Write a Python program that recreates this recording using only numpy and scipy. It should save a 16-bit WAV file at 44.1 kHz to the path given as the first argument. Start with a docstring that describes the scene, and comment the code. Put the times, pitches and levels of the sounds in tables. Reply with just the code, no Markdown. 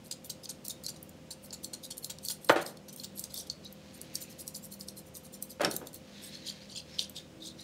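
"""Sifting powdered sugar

A small plastic sieve is tapped against a gloved hand and shaken over a plastic tub. Each stroke slides
sugar over the mesh in a grainy hiss while lumps tick on the wall, both coloured by the sieve's cup.
The tub takes two hollow knocks, and the rubber glove rubs the rim, mostly near the end.
Underneath, an appliance hums in the small kitchen."""
import sys
import numpy as np
from scipy import signal
from scipy.fft import rfft, irfft
from scipy.io import wavfile

SR = 44100
rng = np.random.default_rng(int(sys.argv[2]) if len(sys.argv) > 2 else 0)


def wav_out(sig):
    """Save sig, one row per channel (or a flat mono array), as 16-bit PCM at SR to the path in sys.argv[1]."""
    wavfile.write(sys.argv[1], SR, np.round(np.clip(np.atleast_2d(sig).T, -1, 1) * 32767).astype(np.int16))


N = 336483
TIME = np.arange(N) / SR

# The appliance's rush of air. Each row: frequency in Hz, relative level in dB.
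AIR_COLOUR = [(15, -60), (25, -18.5), (53, -8.5), (175, 1), (463, -6.5), (531, -4.5), (863, -14.5),
              (1650, -20), (2110, -19.5), (3080, -18.5), (4250, -23), (5140, -22), (7510, -26.5),
              (11600, -33), (16000, -37)]
# Its motor tones. Each row: frequency in Hz, rms level in dB, depth of waver in dB.
MOTOR_TONES = [(80.8, -69.5, 3), (122.5, -75, 3.5), (157.8, -63, 1.5), (199.5, -61.5, 4.5), (243, -65, 2),
               (322.7, -69, 5.5), (520.3, -63, 0.5)]
# The kitchen's reverb. Each row: frequency in Hz, seconds to fall 60 dB.
ROOM_DECAY = [(150, 0.78), (600, 0.56), (2000, 0.39), (5000, 0.19), (14000, 0.15)]
# A faint swell, then the glove on the rim. Each row: crest in seconds, level in dB, half length in seconds, #
# squeak in Hz. The first row, near 4.1 s, is a faint hoarse swell; the rest are the glove rubbing the rim.
RUBS_AND_SWELL = [(4.102, -59, 0.36, 2500), (6.301, -54.5, 0.23, 3900), (6.62, -59.5, 0.1, 4900),
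                  (6.961, -55, 0.092, 5400), (7.198, -61, 0.05, 4200), (7.62, -60, .06, 4800)]
# The tone of slipping rubber. Each row: frequency in Hz, relative level in dB.
RUBBER_COLOUR = [(800, -36), (1600, -2), (2900, -1), (3550, -1), (3850, 1.5), (4250, 2), (4800, -1.5),
                 (5600, -4), (6600, -5), (8000, -14), (11000, -19), (16000, -25)]
# Blows and skids that make up the two knocks. Each row: start in seconds, level in dB,
# high cut in Hz, low cut in Hz, contact time in seconds, ring in the blend in dB.
TUB_BLOWS = [(2.4951, -22, 1970, 790, 0.002, -5), (2.4972, -13, 1270, 363, 0.01, -3.5),
             (2.5592, -23, 1920, 320, 0.035, 0), (2.592, -36, 1400, 480, 0.02, -2),
             (5.597, -36.5, 900, 400, 0.013, -16), (5.607, -23, 1390, 403, 0.034, -3.5),
             (5.634, -27, 1520, 200, 0.01, -8), (5.647, -26, 1850, 141, .017, -17),
             (5.673, -30.5, 480, 220, 0.011, -17), (5.741, -40, 420, 201, 0.0036, -24),
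             (5.813, -39.5, 850, 160, 0.031, -25)]
# The tub's hollow ring. Each row: frequency in Hz, relative level in dB, seconds to fall 60 dB.
TUB_MODES = [(172, -17, .2), (326, -6, .25), (341.5, -8, .25), (370, -15, .18), (510, -11, .24),
             (545, -11, .22), (574.5, 2, .33), (591, -7, .3), (607, -8, .28), (640, -8, .32),
             (761, -10, .28), (894, -7, .2), (1088, -11, .15), (1255, -7, .16), (1458, -3, .19),
             (1617, -9, .16), (1741, -9, .16), (2066, -10, .15), (2440, -8, .12), (2590, -12, .1),
             (3180, -14, .1), (4170, -18, .08)]
# The tub's attack. Each row: frequency in Hz, relative level in dB.
CRACK_COLOUR = [(100, 5.5), (170, 1.5), (250, -3.5), (340, 3.5), (560, 0.5), (850, -2), (1050, -7),
                (1450, -1), (2100, -4), (3200, -0.5), (4600, -2.5), (5600, -1), (10000, 4)]
# The held sieve's ring. Each row: frequency in Hz, relative level in dB, seconds to fall 60 dB.
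SIEVE_MODES = [(894, 0.5, 0.066), (1468, -8, 0.12), (1660, -2.5, 0.044), (2330, -6, 0.036),
               (2830, -3, 0.073)]
# Broad resonances of the sieve's cup. Each row: centre in Hz, width in Hz, lift in dB.
CUP_RESONANCES = [(4357, 150, 5), (5300, 540, -1), (6030, 170, 3), (7150, 120, 6), (8620, 920, 5.5),
                  (11060, 490, 4.5), (13050, 1200, 2.5)]
# The hand shades the cup and lowers its lowest resonance. Each row: time in seconds, low edge in Hz.
GRIP_EDGE = [(0.2, 3400), (0.8, 3820), (1.35, 4140), (1.7, 3500), (3.05, 3240), (3.9, 4030), (5.45, 3850),
             (5.65, 3280), (6.6, 3220), (7.0, 2720), (7.6, 3630)]
# The rim meets the hand and the sugar runs on. Each row: start in seconds, sugar level in dB,
# gain of the sieve's ring and slap in dB.
HAND_TAPS = [(0.111, -36, -52.5), (.296, -35, -56), (0.491, -37, -55), (.696, -33.5, -61),
             (.883, -37.5, -53), (1.307, -37.5, -57), (1.527, -36.5, -56), (1.732, -39.5, -54),
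             (1.905, -38, -54), (2.097, -37.5, -48), (2.298, -35.5, -46.5), (2.883, -46, -58),
             (3.035, -38, -56.5), (3.237, -42.5, -57)]
# Big lumps and fingers on the plastic. Each row: start in seconds, level in dB, brightness in dB.
WALL_TICKS = [(.1116, -31, -16), (.456, -34.5, -37), (.6505, -36, -2), (.682, -27.5, 4), (.8371, -39, 12),
              (.864, -26, -21), (1.0285, -37, 26), (1.093, -44, 19), (1.5061, -38.5, -38),
              (1.645, -29, -13), (1.9798, -32, 4), (2.045, -27.5, -7), (2.1858, -40, -18),
              (2.2502, -29.5, 7), (2.2851, -24.5, -16), (2.4462, -34, 6), (2.489, -28, -18),
              (2.6637, -32.5, -9), (2.7714, -44.5, -14), (2.9615, -36.5, 17), (2.9984, -34, -34),
              (3.1944, -27.5, 3), (3.24, -34, -2), (3.3419, -30.5, 4), (3.3984, -41, -20),
              (3.4993, -24.5, -36), (3.726, -41, 24), (4.0146, -33, 8), (4.154, -23, -14),
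              (4.478, -29.5, -3), (4.5504, -34, -24), (4.809, -35, -35), (4.885, -31.5, -19),
              (5.169, -37, 21), (5.425, -26, 8), (5.616, -31, -13), (5.6477, -18, -18), (5.7121, -28.5, -5),
              (5.764, -23.5, 7), (5.8708, -35.5, -7), (5.9433, -35, 21), (6.4708, -36.5, -40),
              (6.9926, -18.5, -30), (7.096, -37, 18), (7.1652, -36, -28)]
# Swings throw the sugar back. Each row: crest in seconds, level in dB, half length in seconds,
# brightness in dB.
BACK_SWINGS = [(.064, -55.5, 0.02, -2), (.257, -46, 0.013, 7), (0.443, -47, 0.0093, -8),
               (0.658, -44, 0.012, 6), (0.857, -48, 0.019, -8), (0.968, -55, .009, -17),
               (1.449, -50, 0.019, 13), (1.648, -45.5, 0.016, 0), (1.849, -43, 0.016, -9),
               (1.984, -46, 0.0071, 11), (2.048, -45, 0.02, 4), (2.264, -42.5, 0.03, 1),
               (2.307, -38, 0.027, 1), (2.46, -54, 0.045, 1), (2.515, -46, 0.023, 11),
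               (2.62, -42, 0.0085, 0), (2.682, -48, 0.028, -5), (2.936, -48, 0.0094, -1),
               (3.001, -51.5, 0.027, 0), (3.193, -46, 0.032, 4), (3.311, -50, .012, -17),
               (3.38, -40, 0.036, -9.5), (3.474, -52, 0.009, -13), (3.516, -52.5, .013, -13),
               (3.656, -51, 0.022, -36), (5.737, -44, 0.035, -1), (6.256, -49.5, 0.035, 0)]
# Shakes in the air, about twelve a second. Each row: crest in seconds, level in dB.
AIR_SHAKES = [(3.953, -53), (4.025, -62), (4.157, -45.5), (4.224, -43.5), (4.314, -52), (4.403, -44),
              (4.485, -46.5), (4.564, -43), (4.648, -47), (4.732, -45.5), (4.815, -48), (4.892, -53),
              (4.983, -48.5), (5.076, -60), (5.166, -44.5), (5.255, -52.5), (5.345, -47.5), (5.434, -49.5),
              (5.512, -48.5), (5.873, -54.5), (5.953, -49)]
# Strokes muffled under the palm. Each row: crest in seconds, level in dB, rise in seconds.
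PALM_STROKES = [(6.35, -47.5, 0.022), (6.48, -37, 0.019), (6.713, -48.5, .019), (6.769, -41, 0.017),
                (7.01, -36.5, 0.023), (7.167, -43, 0.014), (7.473, -43, 0.05), (7.604, -49, .017)]


def undb(db):
    """Decibels to gain."""
    return 10 ** (np.asarray(db) / 20)


def unit(x):
    """Scale to rms 1."""
    return x / np.sqrt(np.mean(x ** 2))


def level_hit(x, db, span_s):
    """Give a hit the energy of a steady sound at db lasting span_s."""
    return undb(db) * x / np.sqrt(np.sum(x ** 2) / (span_s * SR))


def add(out, start_s, x):
    """Mix x into out at start_s."""
    offset = int(round(start_s * SR))
    first, end = max(offset, 0), min(offset + len(x), N)
    out[first:end] += x[first - offset:end - offset]


def freqs(size):
    """Bin frequencies in Hz for size samples, floored at 1."""
    return np.maximum(np.arange(size // 2 + 1) * SR / size, 1)


def over_hz(points, hz):
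    """Read (Hz, value) points on a log-frequency axis."""
    point_hz, value = np.transpose(points)
    return np.interp(np.log(hz), np.log(point_hz), value)


def tint(x, points):
    """EQ x through (Hz, dB) points, then scale to rms 1."""
    return unit(irfft(rfft(x) * undb(over_hz(points, freqs(len(x)))), len(x)))


def butter(x, hz, kind, order=2):
    """Low-pass or high-pass filter."""
    return signal.sosfilt(signal.butter(order, min(hz, SR / 2 - 1), kind, fs=SR, output="sos"), x)


def walk(rate_hz):
    """Smooth random wander with a spread near 1."""
    knots = rng.standard_normal(int(N / SR * rate_hz) + 2)
    return np.interp(TIME * rate_hz, np.arange(len(knots)), knots)


def grains(n, per_s, spread_db):
    """A dense spray of tiny, uneven impacts."""
    hits = rng.random(n) < per_s / SR
    return hits * rng.standard_normal(n) * undb(spread_db * np.minimum(rng.exponential(size=n), 4))


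def ring(modes, t):
    """Modes struck together, balanced a little differently at each point of contact."""
    hz, db, t60 = np.transpose(modes)[:, :, None]
    gains = undb(db + 2.05 * rng.standard_normal((len(modes), 1)))
    return np.sum(gains * np.sin(2 * np.pi * hz * t) * np.exp(-np.log(1000) * t / t60), axis=0)


def appliance(air_db=-55, drift_hz=1.655):
    """The bed: wavering motor tones over a steady rush of air."""
    out = tint(rng.standard_normal(N), AIR_COLOUR) * undb(air_db + .5 * walk(2.45))
    for hz, db, waver_db in MOTOR_TONES:
        phase = 2 * np.pi * np.cumsum(hz + drift_hz * walk(12)) / SR
        out += np.sqrt(2) * undb(db + waver_db * walk(5.4)) * np.sin(phase)
    return out


def kitchen(x, wet_db, predelay_s):
    """Hard walls add a diffuse tail whose treble dies first."""
    hz, t, spectrum = signal.stft(rng.standard_normal(SR // 2), SR)
    fade = np.exp(-np.log(1000) * t / over_hz(ROOM_DECAY, hz + 1)[:, None])
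    tail = signal.istft(spectrum * fade, SR)[1]
    tail = np.pad(tail / np.sqrt(np.sum(tail ** 2)), (int(predelay_s * SR), 0))
    return x + undb(wet_db) * signal.fftconvolve(x, tail)[:len(x)]


def glove_and_swell(squeak_db=-3, hoarse_hz=250, wander_hz=250):
    """Rubber drags on plastic in tiny slips and squeaks hoarsely as it presses harder; the same slips and
    squeak also shape a faint hoarse swell near 4.1 s."""
    pressure = sum(undb(db) * np.exp(-((TIME - s) / half_s) ** 2) for s, db, half_s, _ in RUBS_AND_SWELL)
    slips = tint(grains(N, per_s=6000, spread_db=2), RUBBER_COLOUR)
    crests, _, _, squeak_hz = np.transpose(RUBS_AND_SWELL)
    pitch_hz = np.interp(TIME, crests, squeak_hz) + wander_hz * walk(25)
    rasp = butter(rng.standard_normal(N), hoarse_hz, "low")
    squeak = unit(rasp * np.sin(2 * np.pi * np.cumsum(pitch_hz) / SR))
    squeak_gain = undb(squeak_db + 2 * walk(21)) * pressure / np.max(pressure)
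    return unit(slips + squeak_gain * squeak) * pressure * undb(1.9 * walk(35))


def tub():
    """Each blow is a crack of crowded modes that fills the room, then the ring of the thin walls."""
    out = np.zeros(N)
    t = np.arange(SR // 2) / SR
    for start_s, db, high_cut_hz, low_cut_hz, contact_s, ring_db in TUB_BLOWS:
        crack = unit(tint(rng.standard_normal(len(t)), CRACK_COLOUR) * np.exp(-t / contact_s))
        blow = kitchen(crack, wet_db=-13.5, predelay_s=.006) + undb(ring_db) * ring(TUB_MODES, t)
        blow = butter(blow, high_cut_hz, "low")  # softer contact, duller blow
        blow = butter(blow, low_cut_hz, "high")
        add(out, start_s, level_hit(blow, db, span_s=0.011))
    return butter(out, 105, "high", order=3)


def hand_taps(slap_db=1, slap_s=0.012, attack_s=0.001):
    """The soft hand wakes the sieve's low modes, with a small slap of rubber."""
    out = np.zeros(N)
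    t = np.arange(SR // 5) / SR
    attack = 1 - np.exp(-t / attack_s)
    slap_colour = [(500, -20), (1400, -13), (2800, -3.0), (6000, -16.5)]  # Hz, dB
    for start_s, _, db in HAND_TAPS:
        slap = tint(rng.standard_normal(len(t)), slap_colour) * np.exp(-t / slap_s)
        add(out, start_s, undb(db) * (ring(SIEVE_MODES, t) + undb(slap_db) * slap) * attack)
    return out


def edge_at(time_s):
    """The cup's low edge in Hz for the grip at this moment."""
    return np.interp(time_s, *np.transpose(GRIP_EDGE))


def treble(bright_db):
    """Turn one brightness into the cup's EQ gains in dB at 7.8 and 12.5 kHz."""
    return -0.5 + 0.52 * bright_db, bright_db


def cup(x, edge_hz, mid_db, top_db, ring_width_hz=300, echo_gain=.3):
    """The sieve's cup rings at its lowest resonance, near edge_hz, and radiates little below it."""
    hz = freqs(len(x))
    tilt_db = over_hz([(4700, 0.0084), (7800, mid_db), (12500, top_db), (16000, top_db - 6.5)], hz)
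    peaks_db = sum(db / (1 + (2 * (hz - centre) / width) ** 2) for centre, width, db in CUP_RESONANCES)
    lowest_mode = 1 + 0.25 / (1 + 2j * (hz - 1.004 * edge_hz) / ring_width_hz)
    # Close echoes off the hand and cup wall comb every stroke differently.
    lags_s = rng.uniform(.0003, .0015, size=(3, 1))
    comb = np.prod(1 / (1 + echo_gain * np.exp(-2j * np.pi * hz * lags_s)), axis=0)
    coloured = irfft(rfft(x) * undb(tilt_db + peaks_db) * lowest_mode * comb, len(x))
    return butter(coloured, edge_hz, "high", order=9)


def stray_lumps(scatter_s=0.013, above_sugar_db=3, bright_db=-2, bright_spread_db=9):
    """Tick cues for one stray lump hitting the wall in each swing or shake."""
    moves = list(BACK_SWINGS) + list(AIR_SHAKES)
    chance = np.clip(rng.standard_normal((len(moves), 3)), -2, 2)
    return [(s + scatter_s * lag, db + above_sugar_db + size_db, bright_db + bright_spread_db * hardness)
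            for (s, db, *_), (lag, size_db, hardness) in zip(moves, chance)]


def wall_ticks(decay_s=.0018, edge_ratio=1.086):
    """Lumps and fingers ring the damped plastic briefly; hard contact pitches the cup a little up."""
    out = np.zeros(N)
    t = np.arange(SR // 40) / SR
    for start_s, db, bright_db in list(WALL_TICKS) + stray_lumps():
        burst = rng.standard_normal(len(t)) * np.exp(-t / decay_s)
        burst = np.pad(burst, (len(t), 0))  # room for the EQ's pre-ring
        tick = cup(burst, edge_ratio * edge_at(start_s), *treble(bright_db))
        add(out, start_s - len(t) / SR, level_hit(tick, db, span_s=0.0013))
    return out


def small_lumps(n, per_s=700, ring_s=.0018, spread_db=3.8):
    """Each small lump lands on its own spot and pings at its own pitch."""
    out = np.zeros(n)
    t = np.arange(SR // 100) / SR
    count = int(per_s * n / SR)
    starts = rng.integers(0, n - len(t), size=(count, 1))
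    hz = rng.uniform(2500, 16000, size=(count, 1))
    gains = undb(spread_db * np.clip(rng.standard_normal((count, 1)), -2, 2))
    pings = gains * np.sin(2 * np.pi * hz * t) * np.exp(-t / ring_s)
    np.add.at(out, starts + np.arange(len(t)), pings)
    return unit(out)


def strokes(tap_rise_s=0.0041, tap_fall_s=0.015, shake_s=0.018, palm_fall_s=0.029):
    """Cues for every throw of powder: crest, level, rise, fall and the two treble gains."""
    taps = [(s + tap_rise_s, db, tap_rise_s, tap_fall_s, (-3.5, -12.5)) for s, db, _ in HAND_TAPS]
    swings = [(s, db, half_s, half_s, treble(bright_db)) for s, db, half_s, bright_db in BACK_SWINGS]
    shakes = [(s, db, shake_s, shake_s, treble(bright_db=1)) for s, db in AIR_SHAKES]
    muffled = [(s, db, rise_s, palm_fall_s, treble(bright_db=-21.5)) for s, db, rise_s in PALM_STROKES]
    return taps + swings + shakes + muffled


def sugar():
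    """Each stroke throws powder over the mesh: a swell of fine grains and small lumps."""
    out = np.zeros(N)
    t = np.arange(-SR // 8, SR // 5) / SR  # zero is the crest
    for crest_s, db, rise_s, fall_s, treble_db in strokes():
        swell = np.where(t < 0, np.exp(-np.abs(t / rise_s) ** 2.64), np.exp(-np.abs(t / fall_s) ** 1.6))
        impacts = unit(grains(len(t), per_s=8000, spread_db=1.8)) + small_lumps(len(t))
        hiss = unit(cup(impacts, edge_at(crest_s), *treble_db))
        add(out, crest_s + t[0], undb(db) * swell * hiss)
    return out


def scene():
    """A mono mix: sieve and tub up front, the appliance low behind them."""
    sieve = kitchen(sugar() + wall_ticks() + hand_taps() + glove_and_swell(), wet_db=-11.0, predelay_s=0.0035)
    return (sieve + tub() + appliance())[None]


def record(dry, low_cut_hz=40, high_cut_hz=15700):
    """Master EQ: trim the deepest rumble and the very top."""
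    steep_low_pass = signal.ellip(10, .2, 70, high_cut_hz, fs=SR, output="sos")
    return signal.sosfilt(steep_low_pass, butter(dry, low_cut_hz, "high", order=4))


dry = scene()
out = record(dry)
wav_out(out)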